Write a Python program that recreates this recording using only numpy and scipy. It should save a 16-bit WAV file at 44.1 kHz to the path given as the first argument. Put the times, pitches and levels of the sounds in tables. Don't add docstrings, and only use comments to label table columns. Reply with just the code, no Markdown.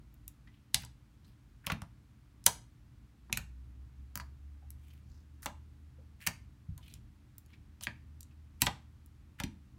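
import sys
import numpy as np
from scipy import signal
from scipy.fft import rfft, irfft
from scipy.io import wavfile
from scipy.ndimage import uniform_filter1d

SR = 44100
rng = np.random.default_rng(int(sys.argv[2]) if len(sys.argv) > 2 else 0)


def generate_wav(signal):
    frames = np.transpose(np.atleast_2d(signal))
    scaled = np.clip(frames, -1, 1) * 32767
    pcm = np.round(scaled).astype(np.int16)
    wavfile.write(sys.argv[1], SR, pcm)


N = 431298
LEAD_S = .015

# start in seconds, length in seconds, pocket level in dB, pocket pitch
# in Hz, its fall in octaves, crack level in dB, crack centre in Hz, gulp level in dB, thud level in dB,
# thud pitch in Hz.
POPS = [ (0.744, .003, -18, 3700, 1, -16, 5900, -37.5, -34, 130.4),
        (0.8334, 0.0052, -62, 1500, .43, -50, 3200, -49.5, -43, 120),
        (1.668, .0015, -27.5, 2700, .82, -29, 11800, -35.5, -35.5, 149),
        (1.6993, .007, -24.5, 1393, 0.52, -43, 3000, -31, -43, 150),
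        (1.7185, 0.0051, -28, 2300, 0.592, -37.5, 8200, -40.5, -26.5, 151),
        (1.8183, .003, -40.5, 1200, .68, -45, 6000, -53, -39, 116),
        (2.4628, .0037, -10.5, 9900, 0.31, -11, 8520, -41.5, -48, 149.5),
        (2.465, .0018, -12.5, 4500, 1.11, -14.5, 4300, -25, -34, 140.4),
        (3.298, 0.0022, -47, 1003, 0.91, -76, 2035, -62, -43, 219.4),
        (3.3274, 0.0024, -22, 2600, 0.72, -24, 5800, -54, -32, 119.7),
        (3.3722, 0.0047, -27, 2300, 1, -26, 9000, -45, -35, 113.6),
        (4.1557, .0018, -39.5, 1500, 0.57, -29.5, 9500, -51.5, -40, 150.2),
        (4.175, 0.0012, -40, 1500, .45, -32.5, 10100, -55, -49.5, 150.3),
        (4.199, 0.0022, -36.5, 1400, 0.62, -46, 4530, -48, -48, 150),
        (5.459, .0018, -32, 1097, 0.47, -30.5, 8100, -30.5, -37.5, 205),
        (6.2645, 0.0097, -29.5, 2360, 0.277, -25, 8400, -41, -54, 145.3),
        (6.2715, .004, -22.5, 1898, .6, -20.5, 7740, -36, -34, 148.3),
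        (7.809, 0.0046, -52, 1100, .3, -43.5, 3940, -54, -46.5, 120.3),
        (7.8699, 0.00233, -26, 1750, 0.11, -29, 1973, -47, -37.5, 184),
        (8.6188, 0.0033, -20.5, 2700, 1.01, -14, 8410, -30.5, -26, 169.7),
        (8.666, 0.0049, -21, 2900, .6, -40, 4460, -23, -29.5, 145.6),
        (9.3999, .004, -31.5, 1900, 0.78, -36.5, 6540, -35.5, -34.5, 146),
        (9.4355, 0.0053, -32, 3100, 0.82, -38.5, 8000, -49, -26, 184)]


def pops(tick_s=.0026):
    # start in seconds, level in dB, centre in Hz.
    ticks = [ (0.1416, -53.5, 19600), (0.2791, -34.5, 14300), (0.849, -43, 6850), (1.6643, -41, 8500),
             (2.4405, -49, 7020), (4.7043, -41.5, 11890), (6.2135, -51.5, 2696), (6.778, -47, 9000),
             (6.939, -44, 6900), (7.3817, -39.5, 18300), (7.461, -60, 7000), (7.8358, -33, 6370),
             (8.207, -43, 8980), (8.23, -47.5, 7000), (8.662, -33, 6000), (9.0603, -52, 12940)]
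    # centre in Hz, width in octaves, gain in dB.
    top_modes = [(560, .15, -8.5), (973.5, 0.067, -3), (1670, .08, -9)]
    out = np.zeros(N)
    for start, *shape, _, _ in POPS:
        add(out, start - LEAD_S, pop(*shape))
    for start, db, hz in ticks:
        add(out, start - LEAD_S, crack(tick_s, db, hz, octaves=1.6, body_db=-3.5))
    return out + sum(amp(db) * band(out, hz, octaves, order=1) for hz, octaves, db in top_modes)


def pop(length, pocket_db, pocket_hz, fall, crack_db, crack_hz, gulp_db, gulp_s=.009, gulp_lag_s=.0015):
    out = pocket(length, pocket_db, pocket_hz, fall) + crack(length, crack_db, crack_hz)
    gulp = pocket(gulp_s, gulp_db, hz=916.4, fall=.8)
    slap = crack(gulp_s, gulp_db - 1, hz=2030)
    add(out, gulp_lag_s, gulp + slap)
    return out


def crack(length, db, hz, octaves=1.9, uneven_db=3.5, snap=2.9, peel_db=-27, peel_s=.0026, body_db=-11):
    noise, size = rng.standard_normal((2, 8192))
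    t = np.arange(len(noise)) / SR - LEAD_S
    force = swell(t, length) + amp(peel_db) * np.exp(-abs(t) / peel_s)
    tear = burst(noise * amp(uneven_db * size) * force)
    tear[int(np.argmax(force))] += snap
    body = band(tear, hz * .87, octaves, order=1)
    return amp(db) * burst(band(tear, hz, octaves) + amp(body_db) * body)


def pocket(length, db, hz, fall, flutter_octaves=.13, rasp=.97, ragged_s=.0035):
    wobble, grit = rng.standard_normal((2, 8192))
    t = np.arange(len(wobble)) / SR - LEAD_S
    glide = fall * (.45 - np.clip(t / length, 0, 1.1))
    flutter = flutter_octaves * unit_rms(uniform_filter1d(wobble, size=24))
    tone = np.sin(2 * np.pi * np.cumsum(hz * 2 ** (glide + flutter)) / SR)
    ragged = min(length * abs(fall) / ragged_s, 1)
    splutter = rasp * ragged * unit_rms(band(grit, hz, octaves=1.7))
    return amp(db) * burst(swell(t, length) * (tone + splutter))


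def thuds(recoil_lag_s=.0065, width_cycles=.4, ring_db=-3):
    # pitch in Hz, relative level in dB, seconds to fade by 60 dB.
    table_modes = [(71.4, -1.5, 0.27), (97, -2.5, .25), (122, 2.5, 0.18), (140, 1, 0.19), (244, -.5, .25),
                   (275, -5, .2)]
    land_s, land_db, land_hz = 6.693, -30.5, 99
    recoils = [(start + recoil_lag_s, db, hz) for start, *_, db, hz in POPS]
    push, t = np.zeros(N), np.arange(SR // 2) / SR
    for peak_s, db, hz in recoils + [(land_s, land_db, land_hz)]:
        cycles = np.arange(-2, 2, hz / SR)
        bump = np.cos(2 * np.pi * cycles) * np.exp(-(cycles / width_cycles) ** 2)
        add(push, peak_s - 2 / hz, amp(db) * bump)
    ring = sum(amp(db - 60 * t / t60) * np.sin(2 * np.pi * hz * t) for hz, db, t60 in table_modes)
    ring /= abs(rfft(ring)).max()
    return push + amp(ring_db) * signal.fftconvolve(push, ring)[:N]


def smears(uneven_db=5, clump_db=4):
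    # start in seconds, length in seconds,
    # gap level in dB, gap resonance in Hz, fizz in dB relative to the gap.
    strokes = [ (0.462, .18, -81.5, 2710, -15), (0.778, .076, -64, 2170, -2),
               (1.203, 0.17, -82.5, 4200, -1), (1.63, .045, -63, 1600, -16), (4.719, 0.36, -79.5, 2700, 0),
               (4.997, 0.28, -81.5, 5600, -7), (5.417, 0.043, -61.5, 1508, 5.5),
               (6.186, 0.091, -60.5, 2190, -4.5), (6.768, .25, -70, 2997, -4), (7.467, 0.12, -77, 2698, -9),
               (7.813, .05, -53, 3500, 1), (8.596, 0.048, -55, 2500, 1), (9.38, 0.029, -59, 1988, -11)]
    out = np.zeros(N)
    for start, length, db, hz, fizz_db in strokes:
        noise, size, grip = rng.standard_normal((3, SR))[:, :int(length * SR)]
        clumps = unit_rms(uniform_filter1d(grip, size=200))
        crackle = noise * amp(uneven_db * size + clump_db * clumps) * np.hanning(len(noise))
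        gap = unit_rms(band(crackle, hz, octaves=.8))
        fizz = amp(fizz_db) * unit_rms(band(crackle, hz=9500, octaves=1.9))
        add(out, start, amp(db) * (gap + fizz))
    return out


def bubbles(length_s=.017, rise_octaves=.15):
    # start in seconds, level in dB, pitch in Hz.
    squeezes = [(0.471, -51.5, 1900), (1.243, -60, 4100), (4.2, -44, 4390), (4.622, -58.5, 800),
                (4.901, -58, 3000), (5.983, -56, 516), (6.778, -54, 1000), (6.827, -53, 3100),
                (6.863, -57, 3000), (6.896, -55, 4100), (7.53, -51, 2400), (8.308, -62.5, 2600)]
    out = np.zeros(N)
    for start, db, hz in squeezes:
        add(out, start - LEAD_S, pocket(length_s, db, hz, fall=-rise_octaves, rasp=.81))
    return out


def machine_hum(t, idle_hz=55.6, work_hz=76.3, midway_s=3.9, ease_s=.55):
    # time in seconds, level in dB.
    levels = [(0, -59.5), (1.2, -74), (3, -64), (3.5, -50.5), (4.1, -50), (5.6, -55.5), (7.4, -65.5),
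              (8.1, -55), (9.78, -63)]
    times, db = np.transpose(levels)
    hz = idle_hz + (work_hz - idle_hz) / (1 + np.exp((midway_s - t) / ease_s))
    return amp(np.interp(t, times, db)) * np.sin(2 * np.pi * np.cumsum(hz) / SR)


def fan(t, phase_drift):
    # pitch in Hz, level in dB.
    tones = [(118, -69), (215, -77), (296, -78)]
    return sum(amp(db) * np.sin(2 * np.pi * hz * t + phase_drift) for hz, db in tones)


def room_air(hz, heave, level_db=-59, heave_db=1.93, rumble_hz=300):
    # frequency in Hz, relative noise density in dB.
    colour = [(20, -51.5), (30, -24.5), (45, -2.5), (62, -1), (95, -8), (125, -3.5), (160, -14.5),
              (290, -19), (350, -26.5), (520, -35.5), (1200, -34), (2600, -39.5), (5000, -44.5),
              (16000, -53)]
    air = unit_rms(irfft(rfft(rng.standard_normal(N)) * amp(curve_at(colour, hz)), N))
    rumble = irfft(rfft(air) / (1 + (hz / rumble_hz) ** 2), N)
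    return amp(level_db) * (air + rumble * (amp(heave_db * heave) - 1))


def background(waver_depth=.19, drift_hz=5):
    t, hz = np.arange(N) / SR, np.fft.rfftfreq(N, 1 / SR)
    drifts = irfft(rfft(rng.standard_normal((3, N))) * (hz < drift_hz), N)
    heave, waver, phase_drift = map(unit_rms, drifts)
    tones = np.sqrt(2) * (machine_hum(t) + fan(t, phase_drift))
    return room_air(hz, heave) + tones * (1 + waver_depth * waver)


def echoes(x, decay, delay_s, taps_per_s, patterns=3):
    # frequency in Hz, relative level in dB.
    colour = [(100, 2), (450, 4.5), (950, 4), (1300, 0), (1800, -0.5), (3000, -1.5), (5000, 0.5),
              (9500, -3), (15000, -6)]
    out = np.zeros(N)
    for k in range(patterns):
        taps = rng.choice([-1., 1.], SR) * (rng.random(SR) < taps_per_s / SR)
        hz, t, bands = signal.stft(taps, SR, nperseg=256)
        bands *= amp(curve_at(colour, hz)[:, None] - 60 * t / curve_at(decay, hz)[:, None])
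        tail = np.r_[np.zeros(round(delay_s * SR)), signal.istft(bands, SR, nperseg=256)[1]]
        crossfade = np.sqrt(2 / patterns) * np.cos(np.pi * (np.arange(N) / SR * .5 + k / patterns))
        out += signal.oaconvolve(x * crossfade, tail / np.linalg.norm(tail))[:N]
    return out


def amp(db):
    return 10 ** (np.asarray(db) / 20)


def curve_at(points, hz):
    knots_hz, values = np.transpose(points)
    return np.interp(np.log(hz + 1), np.log(knots_hz), values)


def unit_rms(x):
    return x / np.sqrt(np.mean(x ** 2) + 1e-30)


def burst(x):
    return x * np.sqrt(SR / 1000 / (np.sum(x ** 2) + 1e-30))


def add(mix, start_s, sound):
    part = mix[round(start_s * SR):][:len(sound)]
    part += sound[:len(part)]


def band(x, hz, octaves, order=2):
    edges = np.minimum([hz / 2 ** (octaves / 2), hz * 2 ** (octaves / 2)], [SR * .4, SR * .48])
    return signal.sosfilt(signal.butter(order, edges, "band", fs=SR, output="sos"), x)


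def swell(t, length, rise=.3):
    u = np.maximum(t, 0) / (rise * length)
    return u * np.exp(1 - u)


def scene(near_db=-10, room_db=-16):
    # frequency in Hz, seconds to fade by 60 dB.
    near_decay = [(200, 0.21), (1500, 0.11), (12000, 0.056)]
    room_decay = [(120, 0.77), (500, .32), (2000, 0.33), (5000, 0.28), (9000, .26), (15000, 0.1732)]
    slime = pops() + thuds() + smears() + bubbles()
    near = amp(near_db) * echoes(slime, near_decay, delay_s=.003, taps_per_s=4000)
    room = amp(room_db) * echoes(slime, room_decay, delay_s=.008, taps_per_s=6000)
    return (slime + near + room + background())[None]


def record(dry, low_hz=38, high_hz=15950):
    thinned = signal.sosfilt(signal.butter(3, low_hz, "high", fs=SR, output="sos"), dry)
    low_pass = signal.firwin(255, high_hz, window=("kaiser", 9), fs=SR)
    return signal.oaconvolve(thinned, low_pass[None], "same")


dry = scene()
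out = record(dry)
generate_wav(out)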